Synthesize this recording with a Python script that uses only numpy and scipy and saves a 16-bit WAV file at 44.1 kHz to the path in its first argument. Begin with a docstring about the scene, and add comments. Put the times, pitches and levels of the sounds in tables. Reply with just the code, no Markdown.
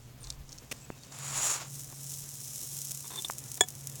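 """Outdoors, one microphone close to a small box of moulding sand; air, wind and a distant machine hum.
As a ladle of molten metal is lined up, grit rustles, squeaks and crunches, with a short scrape,
a scuff, faint whistles and a dull tap. A gritty, rubbing hiss swells close to the microphone as the
ladle tips. Then steam bursts from the damp sand, sizzling and spitting to the end. From three seconds
on the ladle scrapes as it is drawn away, and metal clinks once, with a small rebound."""
import sys
import numpy as np
from scipy import signal
from scipy.fft import rfft, irfft
from scipy.io import wavfile
from scipy.ndimage import map_coordinates

SR = 44100
rng = np.random.default_rng(int(sys.argv[2]) if len(sys.argv) > 2 else 0)


def bounce(signal):
    """Save signal as a 16-bit WAV file at the path given by the first command-line argument."""
    frames = np.transpose(np.atleast_2d(signal))
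    limited = np.clip(frames, -1, 1)
    pcm = np.round(limited * 32767).astype(np.int16)
    wavfile.write(sys.argv[1], SR, pcm)


N = 176400
T = np.arange(N) / SR


def amp(db):
    """Decibels to gain."""
    return 10 ** (np.asarray(db) / 20)


def unit(x):
    """Scales to rms 1."""
    return x / np.sqrt(np.mean(x ** 2) + 1e-20)


def unit_energy(x):
    """Scales so that the squares sum to 1."""
    return x / np.linalg.norm(x)


def level(points):
    """Gain over time from (t/s, level/dB) points."""
    return amp(np.interp(T, *np.transpose(points)))


def add(mix, s, sound):
    """Mixes a sound in at time s."""
    part = mix[max(round(s * SR), 0):][:len(sound)]
    part += sound[:len(part)]


def impulse(colour, size=4096):
    """The sharpest causal click that has this colour (minimum phase)."""
    hz, db = np.transpose(colour)
    bin_hz = abs(np.fft.fftfreq(size, 1 / SR)) + 1
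    log_gain = np.log(amp(np.interp(np.log(bin_hz), np.log(hz), db)))
    spectrum = np.exp(np.conj(signal.hilbert(log_gain)))
    return np.fft.ifft(spectrum).real[:size // 2]


def tint(x, colour):
    """Colours a signal; rms 1."""
    return unit(signal.fftconvolve(x, impulse(colour))[:len(x)])


def drift(hz):
    """Slow random wandering up to a rate; rms 1."""
    rolloff = 1 + (np.fft.rfftfreq(N, 1 / SR) / hz) ** 4
    return unit(irfft(rfft(rng.standard_normal(N)) / rolloff, N))


def grains(per_s, spread_db, top=4):
    """Random tiny bursts, many small and a few large; rms 1."""
    size = amp(spread_db * np.minimum(rng.exponential(1, N), top))
    return unit(size * rng.choice([-1, 1], N) * (rng.random(N) < per_s / SR))


def burst(hold_s, release_s):
    """Noise that starts at once, holds, then dies away."""
    t = T[:SR // 4]
    envelope = np.minimum(t * 2000, 1) * np.exp(-np.maximum(t - hold_s, 0) / release_s)
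    return envelope * rng.standard_normal(len(t))


def ringing(modes):
    """What a small body rings with after one tick; peak 1."""
    t = T[:4096]
    ring = sum(amp(db) * width * np.exp(-np.pi * width * t) * np.cos(2 * np.pi * hz * t)
               for hz, width, db in modes)
    return ring / abs(ring).max()


def clicks(rows, colour, scatter_db, scatter_s):
    """Sharp clicks, each trailed by a brief scatter from the surfaces nearby."""
    out, click = np.zeros(N), impulse(colour)
    click = click / abs(signal.hilbert(click)).max()
    for s, db in rows:
        scatter = signal.fftconvolve(unit_energy(burst(0, scatter_s)), click)
        add(out, s, amp(db) * click)
        add(out, s + .0003, amp(db + scatter_db) * scatter)
    return out


# open air and wind at the microphone (t/s, level/dB)
AIR_LEVEL = [(0, -57), (.9, -54.5), (2.0, -55), (2.8, -56), (4, -53.5)]
WIND_LEVEL = [(0, -58), (.12, -61), (.22, -51.5), (.4, -47), (.48, -56.5), (.75, -61), (1.05, -69),
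              (1.25, -79), (1.38, -59), (1.5, -67), (4, -81)]
# their colours (f/Hz, gain/dB)
AIR_COLOUR = [(20, -24.5), (60, -8), (110, 0.5), (200, -5.5), (270, -7.5), (330, -12), (600, -14.5),
              (1500, -20.5), (2600, -21.5), (4500, -24), (7000, -33), (11000, -28), (17000, -26)]
WIND_COLOUR = [(15, 1), (35, 2), (65, 5.5), (110, -11), (300, -36), (1000, -60)]

def air_and_wind():
    """Outdoor air wavers all round, and wind rumbles on the microphone."""
    air = level(AIR_LEVEL) * amp(1.3 * drift(13)) * tint(rng.standard_normal(N), AIR_COLOUR)
    wind = level(WIND_LEVEL) * tint(rng.standard_normal(N), WIND_COLOUR)
    return air + wind


# tones of the machines (f/Hz, level before the rise/dB, level after it/dB)
HUM_TONES = [(120.8, -61, -61), (138.8, -62.5, -53)]
HUM_RISE_S = (0.63, 0.85)

def machine_hum():
    """Machines hum in the distance: two wavering tones, of which the upper grows louder."""
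    out = np.zeros(N)
    for hz, first_db, later_db in HUM_TONES:
        turns = np.cumsum(hz + 0.28 * drift(2.5)) / SR
        rms = amp(np.interp(T, HUM_RISE_S, [first_db, later_db]) + 3.8 * drift(2.4))
        out += np.sqrt(2) * rms * np.sin(2 * np.pi * turns)
    return out


# sand rustling (t/s, level/dB) and its colour (f/Hz, gain/dB)
RUSTLE_LEVEL = [(0, -61.5), (.17, -69), (.23, -57.5), (.31, -56), (.37, -66), (.44, -65), (.5, -59),
                (.6, -60.5), (.69, -62), (.745, -54.5), (.78, -57), (.84, -59), (.95, -62.5), (1.05, -55),
                (1.15, -69), (1.3, -95)]
RUSTLE_COLOUR = [(300, -16), (1000, -9), (1800, -20), (2700, -10), (3700, -10), (4500, -8), (5700, -2),
                 (7200, -0.5), (9500, -9.5), (12000, -17), (17000, -30)]

def rustle():
    """Tiny ticks of sand merge into a faint, high rustle before the pour."""
    return level(RUSTLE_LEVEL) * tint(grains(per_s=3000, spread_db=3.0), RUSTLE_COLOUR)


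# the squeak's single sharp peak (f/Hz, gain/dB)
SQUEAK_COLOUR = [(3000, -40), (8200, -14), (9050, 8), (9500, -5), (10200, -18), (14000, -30)]

def squeak(at_s=0.19, length_s=0.078, db=-57.5):
    """A thin, high, sandy squeak among the first cracks of grit."""
    progress = np.clip((T - at_s) / length_s, 0, 1)
    return amp(db) * np.sin(np.pi * progress) * tint(grains(per_s=1300, spread_db=7.0), SQUEAK_COLOUR)


# strokes of the ladle (t/s, length/s, rub level/dB, ring level/dB)
SCRAPES = [(0.218, 0.093, -60.5, -66), (1.926, 0.0046, -51, -78), (3.043, 0.022, -54, -58),
           (3.102, 0.047, -49, -53), (3.156, 0.044, -50, -42.5), (3.2471, 0.0045, -44.5, -31),
           (3.577, 0.0031, -44, -65)]
# its dull rub (f/Hz, gain/dB) and its ring (f/Hz, width/Hz, gain/dB)
RUB_COLOUR = [(150, -29), (380, 4.5), (560, -10), (800, -1), (1100, 1), (1400, -10), (1800, -7.5),
              (2600, -10.5), (8000, -18)]
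LADLE_MODES = [(3563, 67, 17), (8370, 270, 4)]

def ladle_scrapes(chatter_db=2, chatter_hz=110, release_s=0.0032):
    """The ladle sticks and slips: gritty friction drives a dull rub and sets the metal ringing."""
    friction = grains(per_s=1300, spread_db=1.0) * amp(chatter_db * drift(chatter_hz))
    out, rub, ring = np.zeros(N), impulse(RUB_COLOUR), ringing(LADLE_MODES)
    for s, length, rub_db, ring_db in SCRAPES:
        stroke = (T > s) * np.exp(-np.maximum(T - s - length, 0) / release_s)
        push = friction * stroke
        push *= np.linalg.norm(stroke) / (np.linalg.norm(push) + 1e-9)  # same energy, few grains or many
        for body, db in ((rub, rub_db), (ring, ring_db)):
            out += amp(db) * signal.oaconvolve(push, unit_energy(body))[:N]
    return out


# grains cracking close by (t/s, click level/dB, ring level/dB)
GRIT_CRACKS = [(0.2416, -32.5, -50), (0.2463, -33, -52), (.2714, -31.5, -50), (0.3032, -19, -46),
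               (0.304, -26, -50), (.325, -37.5, -54), (0.4925, -45, -37), (0.5214, -43, -35),
               (0.5282, -38, -32), (0.5795, -48, -40), (0.5846, -44, -32), (1.035, -34.5, -56),
               (1.122, -34.5, -56)]
# their click (f/Hz, gain/dB) and their ring (f/Hz, width/Hz, gain/dB)
GRIT_COLOUR = [(300, -36), (1000, -41), (2000, -20), (3100, -18), (3700, -4.5), (4300, 2), (5500, -2.5),
               (6770, -3), (8200, -8.5), (9460, -11.5), (11500, -26), (17000, -35)]
GRIT_MODES = [(4480, 43, -5), (5440, 130, 0), (5950, 90, 1), (6500, 110, -1)]

def grit():
    """Grains of grit crack and ring briefly while the ladle is lined up."""
    out = clicks([row[:2] for row in GRIT_CRACKS], GRIT_COLOUR, scatter_db=0, scatter_s=0.0021)
    ring = ringing(GRIT_MODES)
    for s, _, ring_db in GRIT_CRACKS:
        add(out, s, amp(ring_db) * ring)
    return out


# the scuff's broad colour (f/Hz, gain/dB)
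SCUFF_COLOUR = [(80, -2), (330, 6.5), (900, -5), (1800, -2), (2800, 1), (4300, -7.5), (5300, -2), (7000, 0),
                (9000, -5.5), (13000, -12.5), (17000, -17)]

def scuff(at_s=0.713, length_s=0.0136, db=-34):
    """One short scuff, a burst of noise that stops dead."""
    out, noise = np.zeros(N), burst(length_s, release_s=0.00079)
    add(out, at_s, amp(db) * signal.fftconvolve(noise, unit_energy(impulse(SCUFF_COLOUR))))
    return out


# thin whistles leading into the pour (t/s, length/s, start f/Hz, end f/Hz, level/dB)
WHISTLES = [(0.771, .11, 2760, 2530, -71), (0.777, .07, 7320, 7800, -62), (0.807, 0.072, 7900, 7700, -60),
            (0.883, 0.124, 2730, 2520, -71), (.95, 0.23, 3770, 3740, -68)]

def whistles(width_hz=88):
    """Faint, rough whistles: noise in a narrow resonance that swells, glides and fades."""
    out = np.zeros(N)
    for s, length, from_hz, to_hz, db in WHISTLES:
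        progress = np.clip((T - s) / length, 0, 1)
        phase = 2 * np.pi * np.cumsum(from_hz + (to_hz - from_hz) * progress) / SR
        narrow_noise = drift(width_hz) * np.cos(phase) + drift(width_hz) * np.sin(phase)
        out += amp(db + 3.0 * drift(50)) * np.sin(np.pi * progress) * narrow_noise
    return out


# taps and thuds (t/s, peak level/dB, f/Hz, decay/s)
TAPS = [(0.9026, -22.5, 212, 0.00089), (3.2995, -19.5, 980, 0.00068), (3.613, -31, 80, 0.0046),
        (3.6405, -50, 463, 0.0053)]

def taps(cutoff_hz=2500):
    """Dull taps: each is one push that dies within a few cycles."""
    t, out = T[:1024], np.zeros(N)
    lowpass = signal.butter(5, cutoff_hz, fs=SR)
    for s, db, hz, decay_s in TAPS:
        push = signal.lfilter(*lowpass, np.exp(-t / decay_s) * np.cos(2 * np.pi * hz * t))
        add(out, s, amp(db) * push / abs(push).max())
    return out


# a rubbing hiss close to the microphone: bright top and low body (t/s, level/dB)
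HISS_TOP_LEVEL = [(1.07, -100), (1.11, -57), (1.126, -49.5), (1.2, -47.5), (1.27, -39.5), (1.335, -40),
                  (1.378, -31), (1.41, -35.5), (1.43, -31.5), (1.47, -29), (1.488, -31.5), (1.54, -30.5),
                  (1.586, -45.5), (1.62, -48), (1.69, -54), (1.76, -95)]
HISS_BODY_LEVEL = [(1.08, -100), (1.125, -53), (1.25, -46), (1.34, -43.5), (1.375, -37.5), (1.41, -42),
                   (1.47, -36), (1.49, -39.5), (1.55, -39.5), (1.585, -44.5), (1.625, -43.5), (1.7, -67),
                   (1.76, -100)]
# their colours, the top before its pitch is bent (f/Hz, gain/dB)
HISS_TOP_COLOUR = [(500, -44), (2500, -15), (5000, -17.5), (5800, -4.5), (6250, -11), (6550, 1.5),
                   (7150, 2), (7800, -4), (9100, -11), (10200, -10), (11600, -19), (14500, -24),
                   (17000, -19)]
HISS_BODY_COLOUR = [(100, -22), (350, -6), (700, -0.5), (1200, 2.5), (1900, -4), (2550, -3.5), (3100, -5),
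                    (3800, -5), (5500, -4.5), (10000, -17.5)]

def gritty_hiss(sag_per_s=0.08, sag_centre_s=1.46, wander=0.0119):
    """A gritty, rubbing hiss swells as the ladle tips; its bright resonance sinks and wanders."""
    flutter = amp(0.75 * drift(45))
    top = tint(grains(per_s=14000, spread_db=4.0), HISS_TOP_COLOUR)
    pitch_ratio = 1 - sag_per_s * (T - sag_centre_s) + wander * drift(26)
    bent_top = map_coordinates(top, [np.cumsum(pitch_ratio)], order=5, mode="mirror")
    body = tint(grains(per_s=9000, spread_db=3.5), HISS_BODY_COLOUR)
    return flutter * (level(HISS_TOP_LEVEL) * bent_top + level(HISS_BODY_LEVEL) * body)


# spits of steam in the box (t/s, peak level/dB) and their colour (f/Hz, gain/dB)
SPITS = [(1.188, -24), (1.739, -34), (1.764, -33), (1.8069, -23), (2.119, -20), (2.2907, -23),
         (2.3549, -25), (2.4064, -25), (2.4788, -25), (2.5355, -27), (2.5595, -19.5), (2.5924, -30),
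         (2.6282, -21), (2.6336, -21), (2.6442, -23), (2.6743, -23), (2.7329, -25), (2.7476, -22),
         (2.7682, -18), (2.7898, -19), (2.8177, -16), (2.8506, -19), (2.9091, -16.5), (2.9141, -17.5),
         (2.918, -14.5), (2.9485, -18), (2.9749, -18), (3.0064, -20), (3.0791, -20), (3.159, -20),
         (3.2227, -16.5), (3.2297, -30), (3.2849, -19), (3.3092, -15.5), (3.3218, -21), (3.3348, -22.5),
         (3.3836, -17), (3.3899, -20.5), (3.5176, -16), (3.5435, -19), (3.5545, -21), (3.5735, -19.5),
         (3.6864, -16.5), (3.7045, -23), (3.7524, -24), (3.8722, -14), (3.8985, -21.5), (3.9566, -22)]
SPIT_COLOUR = [(200, -17), (1700, -25.5), (2600, -14), (4400, -12.5), (5600, -1.5), (7000, 3), (9000, -3.5),
               (10500, -1.5), (12500, -6), (17000, -9)]

def steam_spits():
    """Single bursts of steam crack out of the sand, sharp at this short distance."""
    return clicks(SPITS, SPIT_COLOUR, scatter_db=-4, scatter_s=0.0032)


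# the damp sand sizzling (t/s, level/dB) and its colour (f/Hz, gain/dB)
SIZZLE_LEVEL = [(1.5, -90), (1.66, -57), (1.73, -45), (1.81, -44), (1.92, -50), (2.02, -46), (2.13, -39.5),
                (2.24, -45.5), (2.46, -43), (2.6, -41.5), (2.76, -40.5), (3.0, -45), (3.2, -44),
                (3.32, -46.5), (3.37, -49), (3.54, -46), (3.65, -51.5), (4.0, -48)]
SIZZLE_COLOUR = [(200, -45), (1900, -27), (2500, -18.5), (3900, -10.5), (4600, -13), (5100, -5.5),
                 (5450, -2), (7000, 0.5), (8800, -3), (10400, -3.5), (12200, -8), (13900, -6.5),
                 (15000, -11), (17000, -9)]

def sizzle():
    """Steam bursts out of the damp sand in thousands of tiny pops, over a fine fizz."""
    pops = grains(per_s=2500, spread_db=4.5, top=4.4)
    fizz = amp(-3.5) * rng.standard_normal(N)
    flutter = amp(0.7 * drift(45))
    return level(SIZZLE_LEVEL) * tint((pops + fizz) * flutter, SIZZLE_COLOUR)


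# contact and rebound (t/s, gain/dB)
CLINK_HITS = [(3.6079, 1), (3.635, -21.5)]
# ring of the metal (f/Hz, relative level/dB, t60/s) and clatter of the contact (f/Hz, gain/dB)
CLINK_MODES = [(322, -35.5, .035), (406, -26.5, 0.04), (739, -28, 0.082), (774, -19.5, 0.022),
               (960, -23, 0.035), (1020, -34, 0.034), (1740, -18.5, 0.037), (2280, -20, 0.018),
               (3380, -16.5, 0.074), (3540, -23, 0.037), (5255, -32, 0.048), (6800, -24, 0.018),
               (6900, -9, 0.029), (7090, -26, 0.087), (7830, -41, .05), (8250, -16, 0.031),
               (8430, -21, 0.027), (8360, -29, 0.044), (8970, -25.5, 0.056), (9250, -31, 0.025),
               (14000, -31, .012), (15680, -25, .035)]
CLATTER_COLOUR = [(40, -23), (230, -7.5), (400, 12.5), (900, 7), (1300, -0.5), (3400, -2.5), (4500, -1.5),
                  (7000, 0), (9000, 2), (11000, -14), (17000, -14)]

def clink(contact_s=0.0017, clatter_s=0.0035, clatter_gain_db=-18.5):
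    """Metal strikes metal: a rough contact and a quickly damped ring."""
    t, out = T[:SR // 4], np.zeros(N)
    contact = unit_energy(impulse(CLATTER_COLOUR))
    ring = sum(amp(db - 60 * t / t60) * np.sin(2 * np.pi * hz * t) for hz, db, t60 in CLINK_MODES)
    attack = np.minimum(t / contact_s, 1)
    for s, db in CLINK_HITS:
        clatter = signal.fftconvolve(burst(0, clatter_s), contact)[:len(t)]
        add(out, s, amp(db) * attack * (ring + amp(clatter_gain_db) * clatter))
    return out


def scene():
    """Everything at one microphone, outdoors, close to the box of sand."""
    background = air_and_wind() + machine_hum()
    nearby = rustle() + squeak() + ladle_scrapes() + grit() + scuff() + whistles() + taps()
    return (background + nearby + gritty_hiss() + steam_spits() + sizzle() + clink())[None]


def record(dry):
    """The recorder behind the microphone cuts off the highest treble."""
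    edge_hz = 17250
    lowpass = signal.firwin(511, edge_hz, window=("kaiser", 9), fs=SR)
    return signal.oaconvolve(dry, lowpass[None], "same")


dry = scene()
out = record(dry)
bounce(out)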